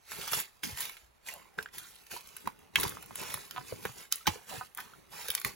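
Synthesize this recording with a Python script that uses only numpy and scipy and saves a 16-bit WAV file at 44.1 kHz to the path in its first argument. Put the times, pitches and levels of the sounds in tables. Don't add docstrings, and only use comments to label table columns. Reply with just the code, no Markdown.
import sys
import numpy as np
from scipy import signal
from scipy.fft import rfft, irfft
from scipy.io import wavfile
from scipy.ndimage import uniform_filter1d, map_coordinates

SR = 44100
rng = np.random.default_rng(int(sys.argv[2]) if len(sys.argv) > 2 else 0)


def to_wav(sig):
    pcm = np.clip(np.atleast_2d(sig), -1, 1) * 32767
    pcm = np.round(pcm).astype(np.int16)
    wavfile.write(sys.argv[1], SR, pcm.T)


N = 244755
T = np.arange(N) / SR
HIT_T = T[:SR // 4]


def undb(db):
    return 10 ** (np.asarray(db) / 20)


def unit_rms(x):
    return x / np.sqrt(np.mean(x ** 2))


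def unit_hit(x):
    return x / np.sqrt(uniform_filter1d(x ** 2, 176).max())


def per_bin(points, column=1):
    table = np.array(points, float)
    return np.interp(np.log(np.arange(N // 2 + 1) * SR / N + 1), np.log(table[:, 0]), table[:, column])


def colour(x, spectrum):
    return unit_rms(irfft(rfft(x) * undb(per_bin(spectrum)), N))


def band(x, lo_hz, hi_hz):
    sos = signal.butter(2, [lo_hz, min(hi_hz, .45 * SR)], "band", fs=SR, output="sos")
    return signal.sosfilt(sos, x)


def fade(t60_s):
    return np.exp(-np.log(1000) * HIT_T / t60_s)


def ring(hz, t60_s):
    return np.sin(2 * np.pi * hz * HIT_T) * fade(t60_s)


def drift(rate_hz):
    step = int(SR / rate_hz)
    return 0.98 * uniform_filter1d(np.repeat(rng.standard_normal(N // step + 1), step)[:N], step)


def add(out, t_s, x):
    i = max(int(t_s * SR), 0)
    out[i:i + len(x)] += x[:N - i]


def ruptures(per_s, spread_db):
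    size = undb(spread_db * np.minimum(rng.exponential(size=N), 4))
    return unit_rms((rng.random(N) < per_s / SR) * size * rng.choice([-1, 1], N))


# f/Hz, relative level/dB
AIR_SPECTRUM = [(25, 16), (70, 9), (200, -9), (500, 0), (900, 2), (1600, -4), (4000, -12), (16000, -31)]


def air():
    return undb(-66.5) * colour(rng.standard_normal(N), AIR_SPECTRUM)


def with_reflections(x, db, lo_hz, hi_hz, t60_s, poses):
    hop = N // poses + 1
    padded, window = np.pad(x, (hop, 2 * hop)), signal.windows.cosine(2 * hop)
    out = np.zeros(len(padded) + len(HIT_T))
    for i in np.arange(poses + 1) * hop:
        cloud = band(rng.standard_normal(len(HIT_T)) * fade(t60_s) * (HIT_T > .0003), lo_hz, hi_hz)
        echo = signal.fftconvolve(padded[i:i + 2 * hop] * window, cloud / np.linalg.norm(cloud))
        out[i:i + len(echo)] += echo
    return x + undb(db) * out[hop:hop + N]


# t/s, level/dB, f/Hz, t60/s
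SOIL_THUDS = [(0.186, -44.5, 163, 0.038), (0.725, -46, 78.6, 0.11), (1.026, -58, 60.6, 0.3),
              (2.442, -50, 260, 0.025), (2.473, -41, 214, 0.027), (2.826, -42, 148, 0.035),
              (2.861, -33.5, 104, 0.024), (3.347, -45, 121, 0.038), (3.586, -47, 129, 0.11),
              (3.727, -39, 106, 0.03), (3.858, -40.5, 167, 0.018), (3.895, -45.5, 125, 0.062),
              (4.282, -33.5, 90, 0.1), (4.276, -28.5, 315, 0.033), (4.282, -27, 183, 0.026),
              (4.577, -45, 118, 0.04), (5.293, -51, 99, 0.071), (5.455, -49.5, 133, 0.12)]


def soil_thuds():
    out = np.zeros(N)
    for t_s, db, hz, t60_s in SOIL_THUDS:
        soil = band(rng.standard_normal(len(HIT_T)), 0.095 * hz, 1.4 * hz) * fade(t60_s)
        bump = ring(hz, t60_s) * (1 - np.exp(-HIT_T / 0.0063))
        add(out, t_s, undb(db) * unit_hit(unit_hit(bump) + .5 * unit_hit(soil)))
    return out


# f/Hz, relative level/dB
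SHUDDER_SPECTRUM = [(20, -36), (45, -6.5), (75, -2), (110, -3.5), (190, -0.5), (290, -0.5), (400, -2.5),
                    (700, -29.5), (1500, -75)]


def shudder(db):
    jolts = ruptures(per_s=700, spread_db=3) * undb(2.5 * drift(35))
    return colour(jolts, SHUDDER_SPECTRUM) * undb(db)


# t/s, length/s, level/dB, start f/Hz, end f/Hz
BLADE_RUBS = [(0.186, 0.042, -50, 475, 324), (0.632, 0.091, -46.5, 272, 173),
              (0.702, 0.069, -53.5, 123, 79), (1.286, 0.016, -41.5, 2010, 2090),
              (1.317, 0.12, -61.5, 709, 472), (2.128, 0.04, -55, 520, 370), (4.5, 0.088, -51.5, 739, 615),
              (4.537, 0.063, -55.5, 400, 287)]


def blade_rubs():
    out = np.zeros(N)
    for t_s, length_s, db, start_hz, end_hz in BLADE_RUBS:
        progress = np.arange(0, length_s, 1 / SR) / length_s
        phase = 2 * np.pi * np.cumsum(start_hz + (end_hz - start_hz) * progress) / SR
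        half_width_hz = min(.2 * start_hz, 190)
        lowpass = signal.butter(2, half_width_hz, fs=SR, output="sos")
        noise = signal.sosfilt(lowpass, rng.standard_normal((2, len(HIT_T))))[:, -len(progress):]
        friction = noise[0] * np.sin(phase) + noise[1] * np.cos(phase)
        grip = np.sin(np.pi * progress ** 0.34) ** 0.86
        add(out, t_s, undb(db) * unit_rms(grip * friction))
    return out


# t/s, knock level/dB, f/Hz, scrape level/dB
ECHOING_KNOCKS = [(3.562, -36.5, 1070, -41), (3.5716, -38, 1120, -42.5), (3.5795, -32, 1040, -43),
                  (3.61, -48, 1450, -60), (4.6108, -32, 1110, -64), (4.7825, -38, 1500, -63),
                  (4.7875, -33, 1350, -64)]


def echoing_knocks(laps=10, lap_s=0.004, lap_loss_db=4.5):
    out = np.zeros(N)
    pulse = signal.unit_impulse(len(HIT_T))
    for t_s, db, hz, scrape_db in ECHOING_KNOCKS:
        knock = unit_hit(band(band(pulse, 0.61 * hz, 1.32 * hz), 0.66 * hz, 1.47 * hz))
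        for lap in range(laps):
            add(out, t_s + lap * lap_s, undb(db - lap * lap_loss_db) * knock)
        scrape = band(rng.standard_normal(len(HIT_T)) * fade(0.014), 2100, 3400)
        add(out, t_s, undb(scrape_db) * unit_hit(scrape))
    return out


# t/s, level/dB, f/Hz, t60/s
NUT_KNOCKS = [(0.1188, -36.5, 1470, 0.0023), (1.583, -46, 920, 0.0086), (1.5871, -26, 1564, 0.0074),
              (1.589, -39, 410, 0.02), (1.6592, -36, 1600, 0.0048), (2.116, -44.5, 1500, 0.0086),
              (2.163, -40.5, 960, 0.022), (2.4731, -26.5, 1026, 0.012), (2.758, -17.5, 3160, 0.0034),
              (2.7602, -24.5, 2255, 0.0087), (2.784, -32, 1020, 0.011), (2.837, -32.5, 373, 0.018),
              (2.85, -32, 1007, 0.024), (2.9704, -38.5, 1150, 0.0025), (3.108, -41, 965, 0.0043),
              (3.7232, -33.5, 470, 0.013), (3.852, -32.5, 413, 0.01), (3.228, -39.5, 900, 0.016),
              (3.375, -41, 1060, 0.0035), (4.208, -54, 1300, 0.025), (4.257, -40.5, 1520, 0.03),
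              (4.271, -26, 853, 0.041), (4.274, -29, 1030, 0.019), (4.357, -44, 450, 0.019),
              (4.797, -53, 1530, 0.075), (4.935, -49, 1370, 0.013), (5.288, -41.5, 490, 0.017)]


def nut_knocks():
    out = np.zeros(N)
    cushion = (1 - np.exp(-HIT_T / 0.0021)) ** 2
    for t_s, db, hz, t60_s in NUT_KNOCKS:
        tone = (ring(hz, t60_s) + undb(-2.5) * ring(2.41 * hz, 0.37 * t60_s)) * cushion
        decay = fade(t60_s) + undb(-41) * fade(0.083)
        rattle = band(rng.standard_normal(len(HIT_T)) * cushion * decay, 0.5 * hz, 2 * hz)
        add(out, t_s, undb(db) * unit_hit(unit_hit(tone) + undb(-13) * unit_hit(rattle)))
    return out


# t/s, level/dB, centre f/Hz
SKIN_CRACKS = [(0.1171, -41, 1500), (0.3334, -37, 650), (2.7568, -20.5, 2820), (2.7572, -27.5, 1350),
               (2.7602, -20.5, 2600), (2.9217, -43, 1500), (3.3414, -35.5, 1150), (3.7245, -51, 2220),
               (3.8524, -31.5, 1340), (3.858, -33, 1550), (3.871, -47, 1500), (3.892, -45, 1090),
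               (4.1241, -23, 7450), (4.1258, -24.5, 5600), (4.544, -47, 1110), (4.564, -51, 1300),
               (5.3508, -30.5, 6900), (5.4485, -33, 1520)]


def skin_cracks():
    out = np.zeros(N)
    pulse = signal.unit_impulse(len(HIT_T))
    for t_s, db, hz in SKIN_CRACKS:
        edges_hz = 0.65 * hz, 1.36 * hz
        click = band(band(pulse, *edges_hz), *edges_hz)
        add(out, t_s, undb(db) * unit_hit(click))
    return out


# t/s, crack level/dB, woody body level/dB, bright edge level/dB, t60/s
BUNDLE_SNAPS = [(0.213, -37.5, -41.5, -40, 0.045), (.276, -36.5, -41.5, -37.5, 0.095),
                (0.3319, -28, -29, -28, 0.036), (.400, -38, -38.5, -29.5, 0.05),
                (0.634, -62, -32, -47, 0.026), (0.7733, -53, -38, -37, 0.011), (.7852, -54, -38, -42, 0.02),
                (0.8054, -37, -38.5, -30, 0.07), (0.8535, -37, -42, -34, .014),
                (.895, -44, -41.5, -40, .02), (.968, -73, -48, -56, 0.039), (1.338, -52, -54, -38, 0.012),
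                (1.626, -45.5, -74, -45, 0.033), (1.688, -64, -52, -70, 0.0033),
                (1.782, -39, -45, -35.5, 0.039), (1.956, -65, -62, -50, .012),
                (2.067, -50.5, -54, -51, 0.016), (2.273, -62, -70, -45.5, .01),
                (2.366, -53, -46, -37.5, 0.027), (2.4739, -41, -44, -37, 0.01),
                (2.591, -64, -71, -54.5, 0.0058), (2.757, -53, -25, -24.5, 0.0052),
                (2.7992, -33, -60, -26, 0.022), (2.81, -39, -55, -26.5, 0.011),
                (2.832, -29, -30, -27.5, 0.047), (2.879, -38, -61, -36, 0.013),
                (2.894, -50, -56, -33.5, 0.017), (3.025, -57, -50, -43, 0.026),
                (3.06, -58, -69, -46.5, 0.016), (3.156, -42, -41, -31, 0.019),
                (3.188, -56, -47, -50, 0.036), (3.205, -49, -45, -50, 0.049), (3.227, -46, -46, -53, .025),
                (3.301, -53, -41.5, -50, 0.028), (3.3411, -36, -35, -27.5, 0.02),
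                (3.5102, -36.5, -41, -36, 0.0036), (3.852, -51, -36, -39, 0.034),
                (4.117, -46, -50, -42, 0.006), (4.124, -25.5, -34, -21, 0.0084),
                (4.158, -50, -59, -31.5, 0.0037), (4.269, -24.5, -27.5, -28, 0.059),
                (4.2755, -25.5, -31, -31, 0.017), (4.749, -75, -56, -40, 0.0039),
                (4.7741, -45, -44, -35, 0.006), (4.802, -45.5, -43, -41, 0.038),
                (5.2839, -32.5, -37.5, -30.5, 0.022), (5.303, -26.5, -39, -25, 0.012),
                (5.315, -47, -56, -32, .008), (5.3506, -28.5, -35.5, -21.5, 0.01),
                (5.377, -45, -38.5, -51, 0.041), (5.399, -65, -62, -36, 0.008),
                (5.415, -39, -40.5, -37, 0.019), (5.4479, -32, -25.5, -25, 0.0095),
                (5.476, -48, -57, -39, 0.012)]


def bundle_snaps():
    out = np.zeros(N)
    for t_s, crack_db, body_db, edge_db, t60_s in BUNDLE_SNAPS:
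        rush = rng.standard_normal(len(HIT_T)) * (fade(t60_s) + undb(-29) * fade(0.3))
        body = undb(body_db) * unit_hit(band(rush, 1190, 3600))
        crack = undb(crack_db) * unit_hit(band(rush, 2490, 6980))
        edge = undb(edge_db) * unit_hit(band(rush, 7700, 15600))
        add(out, t_s, body + crack + edge)
    return out


def splinters(count, lo_hz, hi_hz, spread_db, t60_s=.012):
    out, t, decay = np.zeros(N), HIT_T[:800], fade(t60_s)[:800]
    for when, pitch, chance in rng.random((count, 3)):
        size = undb(-spread_db * np.log(max(chance, .03)))
        hz = lo_hz * (hi_hz / lo_hz) ** pitch
        add(out, when * (N - 1) / SR, size * decay * np.sin(2 * np.pi * hz * t))
    return unit_rms(out)


# f/Hz, relative level/dB
PITH_SPECTRUM = [(200, -20), (420, 6), (650, -4), (850, 0.5), (1100, 1.5), (1600, -4), (2400, -0.5),
                 (3200, -6), (5000, -7)]


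def pith_crunch(db, spurts, pitch_wander=.06):
    chips = .55 * splinters(count=2000, lo_hz=750, hi_hz=3400, spread_db=1)
    crunch = colour((ruptures(per_s=3500, spread_db=1.5) + chips) * spurts, PITH_SPECTRUM)
    read_index = np.cumsum(1 + pitch_wander * drift(14))
    return map_coordinates(crunch, [read_index], mode="mirror") * undb(db)


def swish(x, depth_db=2.2):
    log_centres = np.log(2) * np.arange(9, 14.6, .5)
    log_hz = np.log(np.arange(N // 2 + 1) * SR / N + 1)
    spectrum = rfft(x)
    out = np.zeros(N)
    for weights in np.eye(len(log_centres)):
        half_octave = irfft(spectrum * np.interp(log_hz, log_centres, weights), N)
        out += half_octave * undb(depth_db * drift(30))
    return unit_rms(out)


# f/Hz, relative level/dB
FIBRE_SPECTRUM = [(500, -22), (1500, 2.5), (2500, 3.5), (3200, 2), (4200, 3), (5600, 1.5), (7500, 3.5),
                  (10000, 2.5), (13000, 4), (16000, -2.5)]


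def fibre_rustle(db):
    return colour(rng.standard_normal(N), FIBRE_SPECTRUM) * undb(db)


def fibre_tearing(db, spurts):
    flick_power = signal.oaconvolve(ruptures(per_s=1300, spread_db=4.7) ** 2, fade(0.0022) ** 2)[:N]
    ticks = unit_rms(np.sqrt(np.abs(flick_power)) * rng.standard_normal(N))
    strands = .6 * splinters(count=3000, lo_hz=2200, hi_hz=13000, spread_db=1.2)
    swarm = undb(2.5) * ruptures(per_s=20000, spread_db=1.4)
    return swish(colour((ticks + swarm + strands) * spurts, FIBRE_SPECTRUM)) * undb(db)


# t/s, build/s, hold/s, fibre level/dB, pith level/dB, shudder level/dB, fall/(dB/s)
HUSK_PULLS = [(0.022, 0.095, 0.18, -45, -52.5, -59, 203), (0.285, 0.036, 0.073, -35.5, -46, -51.5, 311),
              (0.42, 0.033, 0.02, -64.5, -68, -75, 64), (0.623, 0.014, 0.0041, -37.5, -53, -56.5, 160),
              (0.668, 0.022, .005, -45, -48, -56, 249), (0.704, 0.082, 0.051, -38.5, -49.5, -62, 147),
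              (0.904, 0.052, 0.033, -65.5, -72, -75, 93), (1.232, 0.046, 0.016, -43.5, -51.5, -63.5, 194),
              (1.298, 0.029, 0.033, -82, -56.5, -64.5, 59), (1.569, 0.014, 0.0042, -56, -50.5, -48, 196),
              (1.716, 0.023, 0.009, -48, -57.5, -60.5, 49), (2.091, 0.024, 0.047, -44.5, -52, -56.5, 233),
              (2.114, 0.14, 0.16, -56.5, -64.5, -65.5, 169), (2.45, 0.0072, .005, -67, -52.5, -47, 164),
              (2.525, 0.062, 0.063, -76, -65.5, -62.5, 102), (2.731, 0.048, 0.06, -41, -42.5, -42, 110),
              (2.957, .05, 0.17, -62, -62, -61, 94), (3.106, 0.079, 0.12, -44.5, -47, -52, 71),
              (3.499, 0.048, 0.27, -57, -59, -55.5, 165), (3.634, 0.047, 0.014, -49, -78, -70, 200),
              (3.764, 0.081, .01, -48, -53, -54, 105), (3.872, .12, 0.018, -49, -54.5, -58, 244),
              (4.101, 0.02, 0.0038, -43.5, -61, -62.5, 134), (4.249, 0.022, 0.0089, -46, -43.5, -48, 117),
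              (4.43, 0.07, 0.08, -46.5, -50, -51.5, 161), (4.755, 0.02, 0.012, -53.5, -52, -58.5, 72),
              (4.858, 0.058, 0.19, -96, -70.5, -64.5, 58), (5.086, 0.041, 0.23, -47.5, -52, -64, 135),
              (5.437, 0.013, 0.0065, -42.5, -43.5, -44.5, 179)]


def pull_levels_db(swell_db=27.5, handling_db=-77):
    power = np.full((3, N), undb(handling_db) ** 2)
    for t_s, build_s, hold_s, fibre_db, pith_db, shudder_db, fall_db_per_s in HUSK_PULLS:
        rise_db = swell_db * np.minimum((T - t_s) / build_s - 1, 0)
        fall_db = fall_db_per_s * np.maximum(T - t_s - build_s - hold_s, 0)
        envelope = undb(np.maximum(rise_db - fall_db, -100))
        power += np.outer(undb([fibre_db, pith_db, shudder_db]), envelope) ** 2
    return 10 * np.log10(power)


def scene():
    fibre_db, pith_db, shudder_db = pull_levels_db()
    spurts = undb(1.3 * drift(210) + drift(50))
    tearing = fibre_tearing(fibre_db, spurts) + pith_crunch(pith_db, spurts)
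    husk = undb(0.04) * tearing + blade_rubs() + bundle_snaps()
    nut = shudder(shudder_db) + nut_knocks() + skin_cracks() + echoing_knocks() + soil_thuds()
    channels = []
    for _ in range(2):
        bounced = with_reflections(husk, db=-7, lo_hz=740, hi_hz=15800, t60_s=.013, poses=64)
        near = bounced + fibre_rustle(fibre_db - 18) + nut
        scattered = with_reflections(near, db=-12, lo_hz=367, hi_hz=5400, t60_s=0.088, poses=44)
        channels.append(scattered + air())
    return np.array(channels)


# f/Hz, left phase lead/rad, left minus right level/dB
MIC_RESPONSE = [(30, 0, 0), (70, .3, 1), (110, .65, 1), (170, 1.45, 0), (235, 2.1, 0), (305, 3.1, 0),
                (360, 4.1, 0), (440, 5, 0), (540, 5.7, -2), (720, 6.9, -5), (1050, 7.1, -3),
                (2000, 5.8, -2.5), (3200, 7.6, -4.5), (4000, 6.7, -4), (5300, 7.8, -9), (6200, 6.1, -5),
                (7200, 5.2, -2), (8100, np.pi, 0), (8950, np.pi, 0), (10300, 0, 0), (11700, 0, 0),
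                (12800, -np.pi, 0), (14100, -np.pi, 0), (15100, -2 * np.pi, 0)]


def record(dry, low_cut_hz=41, top_hz=16000):
    lead_rad, balance_db = per_bin(MIC_RESPONSE), per_bin(MIC_RESPONSE, column=2)
    gains = undb(np.array([balance_db, -balance_db]) / 2)
    gains /= np.sqrt(np.mean(gains ** 2, axis=0))
    wide = irfft(rfft(dry) * gains * np.exp(.5j * np.array([lead_rad, -lead_rad])), N)
    wide = signal.sosfilt(signal.butter(2, low_cut_hz, "high", fs=SR, output="sos"), wide)
    return signal.sosfilt(signal.ellip(8, .2, 70, top_hz, fs=SR, output="sos"), wide)


dry = scene()
out = record(dry)
to_wav(out)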